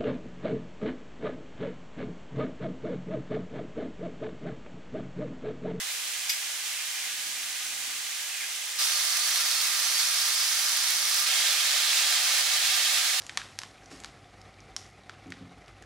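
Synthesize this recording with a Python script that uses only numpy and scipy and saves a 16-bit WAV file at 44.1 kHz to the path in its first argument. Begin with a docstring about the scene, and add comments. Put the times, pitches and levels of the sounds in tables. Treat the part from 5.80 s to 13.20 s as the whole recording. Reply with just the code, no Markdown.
"""A soft, crackling sizzle: sausages fry gently in oil in a steel pan, a little way off.
Steel tongs clack, then rub along the pan as a sausage is turned. The fry turns hot, then wet and
juicy, both heard from close above. Countless tiny steam bursts hiss and crackle, larger bubbles ring
in spurts and single drops of fat spit. The pan's hollow colours the fry; a faint rumble lies below."""
import sys
import numpy as np
from scipy import signal
from scipy.fft import rfft, irfft
from scipy.io import wavfile
from scipy.ndimage import uniform_filter1d

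SR = 44100
rng = np.random.default_rng(int(sys.argv[2]) if len(sys.argv) > 2 else 0)


def wav_record(signal):
    """Record a signal, one row per channel, as 16-bit PCM in the file named by sys.argv[1]."""
    frames = np.transpose(np.atleast_2d(signal))
    bounded = np.clip(frames, -1, 1)
    # unit amplitude maps onto the largest positive 16-bit level
    quanta = np.round(bounded * 32767).astype(np.int16)
    wavfile.write(sys.argv[1], SR, quanta)


N = 326340
TIME = np.arange(N) / SR
FREQS = np.maximum(np.arange(N // 2 + 1) * SR / N, 1)

# Levels in the tables are relative; each layer sets its own gain.
# spectrum of the kitchen's rumble: f/Hz, level/dB
RUMBLE_EQ = [(15, -8), (35, -10), (65, 0), (100, -4.5), (140, -5), (250, -24), (800, -58)]
# low modes of the pan on the hob: f/Hz, level/dB, t60/s
PAN_LOW_MODES = [(156, -4.5, 0.93), (200, -9, .08), (252, -3.5, 0.13), (282, -3, .1), (320, -9, .2)]
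# strokes of the tongs along the pan: t/s, length/s, level/dB
TONG_STROKES = [(1.24, .4, -68.5), (1.81, 0.35, -67.5)]
# soft knocks of tongs and sausage against the pan: t/s, level/dB
PAN_KNOCKS = [(1.268, -64), (1.466, -57), (1.49, -58), (2.075, -59)]
# tongs clacking, with bounces: t/s, level/dB
TONG_CLACKS = [(.4948, -22), (.4988, -22), (.504, -23), (.517, -34), (1.466, -35)]
# ring of the tongs' blades: f/Hz, level/dB, t60/s
BLADE_MODES = [(2220, -6, 0.091), (2490, -16, 0.085), (2900, -14, .08), (3480, -20, .08), (4700, -10, .08),
               (4942, -2, 0.1), (5150, -7, .06), (5830, -5, .06), (6440, -11, 0.061), (7700, -12, .05),
               (11550, -11, .025), (13190, -6, 0.028)]
# drops of fat that spit: t/s, level/dB
FAT_SPITS = [(3.0174, -22), (3.0804, -16), (3.1944, -19), (3.4745, -9), (3.5014, -23), (3.6614, -23),
             (3.8164, -6), (4.0004, -9), (4.1914, -20), (4.4774, -19), (4.5744, -25.5), (5.1074, -7),
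             (5.3084, -15), (5.4004, -5), (5.4234, -19), (5.9884, -25), (6.0344, -29), (7.2524, -23),
             (7.3774, -23)]
# a sausage is shifted and the oil bubbles up around it: t/s, length/s, boost/dB
SAUSAGE_SHIFTS = [(.86, 0.18, 6.5), (2.27, 0.85, 3)]
# strength of the hot and of the wet fry: t/s, level/dB
HOT_STRENGTH = [(3.01, -28), (3.39, -28.5), (3.5, -28), (4.17, -28), (4.2, -25), (4.25, -28), (5.38, -28),
                (5.43, -28.5)]
WET_STRENGTH = [(5.49, -26), (5.558, -26), (6.032, -26.5), (6.168, -26), (7.222, -26.5), (7.38, -28)]
# tone of the sizzle in each stage: f/Hz, level/dB
GENTLE_EQ = [(60, -53), (130, -34.5), (230, -26), (450, -16.5), (750, -10), (1100, -7.5), (1650, -2.5),
             (2300, -1), (3200, 1.5), (4300, 0), (5300, 0), (6500, 0), (8000, -2), (10000, -5.5),
             (15700, -14)]
HOT_EQ = [(60, -67), (130, -38), (230, -30.5), (450, -22.5), (750, -11), (1100, -4.5), (1650, -3),
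          (2300, -1), (3200, -1), (4300, -0.5), (5300, 1), (6500, -1), (8000, -4), (10000, -5),
          (15700, -14)]
WET_EQ = [(60, -66), (130, -36), (230, -33), (450, -20), (750, -8), (1100, -7), (1650, -2.0), (2300, 0.5),
          (3200, -1.5), (4300, 1.5), (5300, 1), (6500, -1), (8000, -4), (10000, -7.5), (15700, -15)]
# crackle's share of the sizzle: f/Hz, level/dB
CRACKLE_SHARE = [(500, -8.0), (4000, -4.0), (9000, -6.0), (13000, 0.5)]
# stereo width of the sizzle: f/Hz, side minus mid/dB
SIZZLE_WIDTH = [(60, 0), (100, -10), (180, -24), (310, -26), (550, -14.5), (950, -9), (1650, -8),
                (2860, -2.5), (4970, -3.5), (8640, -1), (15000, 0)]
# stereo balance of the fry: f/Hz, left minus right/dB
FRY_BALANCE = [(200, 1.5), (700, -1), (1200, -1), (2200, -3), (3400, -2.5), (5000, -2), (6300, -3),
               (7500, -3.5), (9600, -7.5), (11500, -3.8), (15000, -3.5)]
# peaks and dips of the pan's hollow, from a little way off and from just above: f/Hz, width/Hz, gain/dB
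HOLLOW_FAR = [(286, 47, 4.5), (378, 43, -7), (710, 40, -3), (769, 45, 5.5), (850, 41, 1), (883, 32, -4),
              (977, 30, -1.5), (1120, 40, -3.5), (1173, 35, 5), (1244, 25, 6.5), (1290, 54, -6),
              (1490, 30, 3.5), (1660, 53, 5), (1920, 110, 1), (2070, 74, 3.5), (2340, 80, -2.5),
              (2383, 43, 7), (2600, 50, 2), (3030, 60, 1), (6350, 300, 0.5)]
HOLLOW_NEAR = [(309, 38, 5.5), (379, 41, -6), (597, 28, 7.5), (633, 21, -4), (754, 67, 3), (834, 48, -3),
               (880, 30, 0.5), (910, 20, 0), (977, 110, -4), (1033, 27, 1.5), (1103, 40, -5), (1200, 44, 6),
               (1266, 50, 0), (1373, 34, 4.5), (1437, 65, -3.5), (1605, 50, 3.5), (1793, 39, 4.5),
               (2220, 105, 4), (2300, 100, -4.5), (2890, 270, -2), (3200, 130, 2), (3630, 96, 0.5),
               (9800, 1200, 0.5)]

HOT_FROM_S, WET_FROM_S, CROSSFADE_S = 2.986, 5.459, .02


def from_db(db):
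    """Decibels to gain."""
    return 10 ** (np.asarray(db) / 20)


def unit_rms(x):
    """Scale to unit power."""
    return x / np.sqrt(np.mean(x ** 2) + 1e-20)


def eq_curve(points):
    """Rows of f/Hz, level/dB as a gain at every frequency."""
    hz, db = np.transpose(points)
    return from_db(np.interp(np.log(FREQS), np.log(hz), db))


def equalise(x, gain):
    """Minimum-phase EQ with the given gain at every frequency."""
    cepstrum = irfft(np.log(gain + 1e-9), N)
    cepstrum[1:N // 2] *= 2
    cepstrum[N // 2 + 1:] = 0
    return irfft(rfft(x) * np.exp(rfft(cepstrum)), N)


def butter(x, order, hz, kind):
    """Butterworth filter."""
    return signal.sosfilt(signal.butter(order, hz, kind, fs=SR, output="sos"), x)


def drift(per_s):
    """Random wander of unit RMS that takes per_s turns a second."""
    steps = rng.standard_normal(4096)
    return unit_rms(np.interp(TIME * per_s, np.arange(len(steps)), steps))


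def swells(rows, attack_s, release_s):
    """Each row of t/s, length/s, height rises, holds to the end of its length and dies away."""
    envelope = np.zeros(N)
    for start, length, height in rows:
        attack = np.clip((TIME - start) / attack_s, 0, 1)
        release = np.exp(-np.maximum(TIME - start - length, 0) / release_s)
        envelope += height * attack * release
    return envelope


def ring(x, hz, t60):
    """Resonator: a unit click sets off a decaying sine of height 1."""
    radius, angle = from_db(-60 / (t60 * SR)), 2 * np.pi * min(hz, SR / 2) / SR
    return signal.lfilter([0, np.sin(angle)], [1, -2 * radius * np.cos(angle), radius ** 2], x + 1e-18)


def random_clicks(per_s, spread_db):
    """Clicks of either sign at random moments: many small, a few large."""
    chance = rng.random(N) * SR / per_s
    at = np.flatnonzero(chance < 1)
    size = np.minimum(-np.log(chance[at] + 1e-12), 6)
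    clicks = np.zeros(N)
    clicks[at] = from_db(spread_db * size) * (-1.) ** at
    return clicks


def cued_clicks(rows):
    """One click for each row of t/s, level/dB."""
    times, db = np.transpose(rows)
    clicks = np.zeros(N)
    clicks[np.round(times * SR).astype(int)] = from_db(db)
    return clicks


def spray(clicks, t60):
    """A short stereo tail of hiss for each click, with the same energy as the click."""
    fade = from_db(-60 / (t60 * SR)) ** 2
    power = signal.lfilter([1 - fade], [1, -fade], clicks ** 2 + 1e-18)
    return np.sqrt(power) * rng.standard_normal((2, N))


def kitchen_rumble(hot_on):
    """A low, wavering bed, nearly alike at both ears, a little louder from the hot stage on."""
    mid, side = unit_rms(equalise(rng.standard_normal((2, N)), eq_curve(RUMBLE_EQ)))
    level_db = -93.5 + 3.5 * hot_on + 3.5 * drift(per_s=12)
    return from_db(level_db) * (mid + side * np.array([[.45], [-.45]]))


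def kitchen_reverb(x, t60):
    """Dense reflections die away, different at each ear."""
    tail = rng.standard_normal((2, SR // 2)) * from_db(-60 * TIME[:SR // 2] / t60)
    tail /= np.sqrt(np.sum(tail ** 2, axis=1, keepdims=True))
    return signal.fftconvolve(x, tail, axes=1)[:, :N]


def tongs_rub(knock_db=1, smoothing_s=0.09):
    """Tiny slips of the tongs keep the pan droning faintly and evenly; knocks ring the same modes."""
    slips, knocks = random_clicks(per_s=1100, spread_db=1.5), cued_clicks(PAN_KNOCKS)
    strokes = [(start, length, from_db(db)) for start, length, db in TONG_STROKES]
    pressure = swells(strokes, attack_s=.05, release_s=0.14)
    drone, thuds = 0, 0
    for hz, db, t60 in PAN_LOW_MODES:
        mode = unit_rms(ring(slips, hz, t60))
        envelope = np.sqrt(np.abs(uniform_filter1d(mode ** 2, int(smoothing_s * SR))) + 1e-6)
        drone += from_db(db) * mode / envelope
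        thuds += from_db(db + knock_db) * ring(knocks, hz, min(t60, .12))   # pressed tongs damp the pan
    return butter(pressure * unit_rms(drone) + thuds, 8, 138, "high")


def tongs_clack(ring_db=-4.0, crack_db=22.0, reverb_db=-1.5):
    """Steel meets steel: a bright crack, the blades' short ring and the kitchen's answer."""
    blows = cued_clicks(TONG_CLACKS)
    blades = sum(from_db(db + ring_db) * ring(blows, hz, t60) for hz, db, t60 in BLADE_MODES)
    crack = from_db(crack_db) * butter(spray(blows, t60=0.042), 1, [1900, 9000], "band")
    clack = butter(blades + crack, 4, 1700, "high")   # thin blades radiate no bass
    reverb = from_db(reverb_db) * kitchen_reverb(clack, t60=0.34)
    return (clack + reverb) * from_db([[-.25], [.25]])


def pan_hollow(x, resonances):
    """The hollow of the pan lifts and sinks narrow bands; the treble leans to the right."""
    gain = from_db(sum(db / (1 + (2 * (FREQS - hz) / width) ** 2) for hz, width, db in resonances))
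    lean = np.sqrt(eq_curve(FRY_BALANCE))
    return np.array([equalise(x[0], gain * lean), equalise(x[1], gain / lean)])


def fat_spits():
    """A drop of fat explodes: one sharp snap and a puff of spray."""
    snaps = from_db(-1.5) * cued_clicks(FAT_SPITS)
    return butter(snaps + spray(snaps, t60=.02), 2, 4500, "high")


def bubbling(centre_hz, spread_octaves, per_s, ring_cycles, spurt_db, swell_cycles=18, spots=24):
    """Bubbles burst in spurts at spots around the sausages; each spot has its own pitch and place."""
    bubbles = np.zeros((2, N))
    for detune in np.linspace(-1, 1, spots):
        hz = centre_hz * 2 ** (spread_octaves * detune)
        spurts = from_db(spurt_db * drift(per_s=18))
        pops = random_clicks(per_s / spots * spurts, spread_db=1.5)
        swell = ring(pops, hz, swell_cycles / hz)   # the film tears open over a few cycles
        spot = unit_rms(ring(swell, hz, ring_cycles / hz)) * np.exp(-detune ** 2)
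        lag = round(rng.normal(0, 2))   # samples between the ears
        bubbles += [spot, np.roll(spot, lag)]
    return unit_rms(butter(bubbles, 2, centre_hz / 2, "high"))


def sizzle(eq, crackle_db, cracks_per_s, spread_db, flutter_db, spray_db, spray_t60):
    """The smallest steam bursts merge into hiss; nearer ones stand out as crackle, most in the treble."""
    flutter = from_db(flutter_db * drift(per_s=30))
    cracks = np.array([random_clicks(cracks_per_s * flutter ** 2, spread_db) for _ in range(2)])
    steam = from_db(spray_db) * spray(cracks, spray_t60)   # escapes after each crack
    share = np.clip(from_db(crackle_db) * eq_curve(CRACKLE_SHARE), 0, .98)
    tone = eq_curve(eq)
    crackle = equalise(unit_rms(cracks + steam), tone * share)
    hiss = equalise(rng.standard_normal((2, N)) * flutter, tone * np.sqrt(1 - share ** 2))
    mid, side = unit_rms(hiss + crackle)
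    side = equalise(side, eq_curve(SIZZLE_WIDTH))
    return np.array([mid + side, mid - side])


def mix_stage(strength, hiss, bubbles, hiss_db, hiss_follow, bubbles_db, bubbles_follow,
              wander_db, wander_per_s):
    """Sizzle rides the strength of the fry gently; bubbling swings further and also wanders by chance."""
    times, db = np.transpose(strength)
    mean_db = np.mean(db)
    swing_db = np.interp(TIME, times, db) - mean_db
    hiss_gain = from_db(hiss_db + hiss_follow * swing_db)
    bubbles_gain = from_db(bubbles_db + bubbles_follow * swing_db + wander_db * drift(wander_per_s))
    return from_db(mean_db) * (hiss_gain * hiss + bubbles_gain * bubbles)


def gentle_fry():
    """Warm oil simmers with fine crackle and soft, low bubbles, sinking as turned sausages cool it."""
    hiss = sizzle(GENTLE_EQ, crackle_db=-3.0, cracks_per_s=3400, spread_db=2.5,
                  flutter_db=0.3, spray_db=-2.5, spray_t60=0.031)
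    bubbles = bubbling(centre_hz=2292, spread_octaves=0.51, per_s=700, ring_cycles=68, spurt_db=3.5)
    stirred = from_db(swells(SAUSAGE_SHIFTS, attack_s=0.046, release_s=.12))
    cooling = [(t, -34.5 - 0.38 * t) for t in (0, HOT_FROM_S)]
    return mix_stage(cooling, hiss, stirred * bubbles, hiss_db=-0.2, hiss_follow=0.87,
                     bubbles_db=-15.0, bubbles_follow=2.2, wander_db=2.5, wander_per_s=8.04)


def hot_fry():
    """Hot oil crackles harder and its bubbles are small and shrill."""
    hiss = sizzle(HOT_EQ, crackle_db=-2.0, cracks_per_s=2300, spread_db=3.5,
                  flutter_db=0.32, spray_db=1.0, spray_t60=0.03)
    bubbles = bubbling(centre_hz=4848, spread_octaves=0.513, per_s=2800, ring_cycles=90, spurt_db=5.0)
    return mix_stage(HOT_STRENGTH, hiss, bubbles, hiss_db=-0.86, hiss_follow=0.49,
                     bubbles_db=-4, bubbles_follow=2.3, wander_db=1.0, wander_per_s=12)


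def wet_fry():
    """Running juice boils in the fat, in larger, lower bubbles than those of the hot fry."""
    hiss = sizzle(WET_EQ, crackle_db=-2.5, cracks_per_s=2800, spread_db=3.0,
                  flutter_db=0.52, spray_db=-0.5, spray_t60=.025)
    bubbles = bubbling(centre_hz=3629, spread_octaves=0.63, per_s=2200, ring_cycles=89, spurt_db=5.5)
    return mix_stage(WET_STRENGTH, hiss, bubbles, hiss_db=-0.4, hiss_follow=0.98,
                     bubbles_db=-6.0, bubbles_follow=1.1, wander_db=1.2, wander_per_s=11)


def frying(hot_on, wet_on):
    """The gentle stage plays from a little way off, the other two and the spits from close above."""
    close_fry = (hot_on - wet_on) * hot_fry() + wet_on * wet_fry() + fat_spits()
    near = pan_hollow(close_fry, HOLLOW_NEAR) * from_db([[-.15], [.15]])
    far = pan_hollow(gentle_fry(), HOLLOW_FAR) * from_db([[.3], [-.3]])
    return (1 - hot_on) * far + near


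def scene():
    """Tongs and frying over the kitchen bed, with quick crossfades between the stages."""
    hot_on, wet_on = (np.clip((TIME - t) / CROSSFADE_S + .5, 0, 1) for t in (HOT_FROM_S, WET_FROM_S))
    return tongs_clack() + frying(hot_on, wet_on) + tongs_rub() + kitchen_rumble(hot_on)


def record(dry):
    """A steep high cut takes off the very top."""
    return signal.sosfilt(signal.ellip(12, .1, 80, 15750, fs=SR, output="sos"), dry)


dry = scene()
out = record(dry)
wav_record(out)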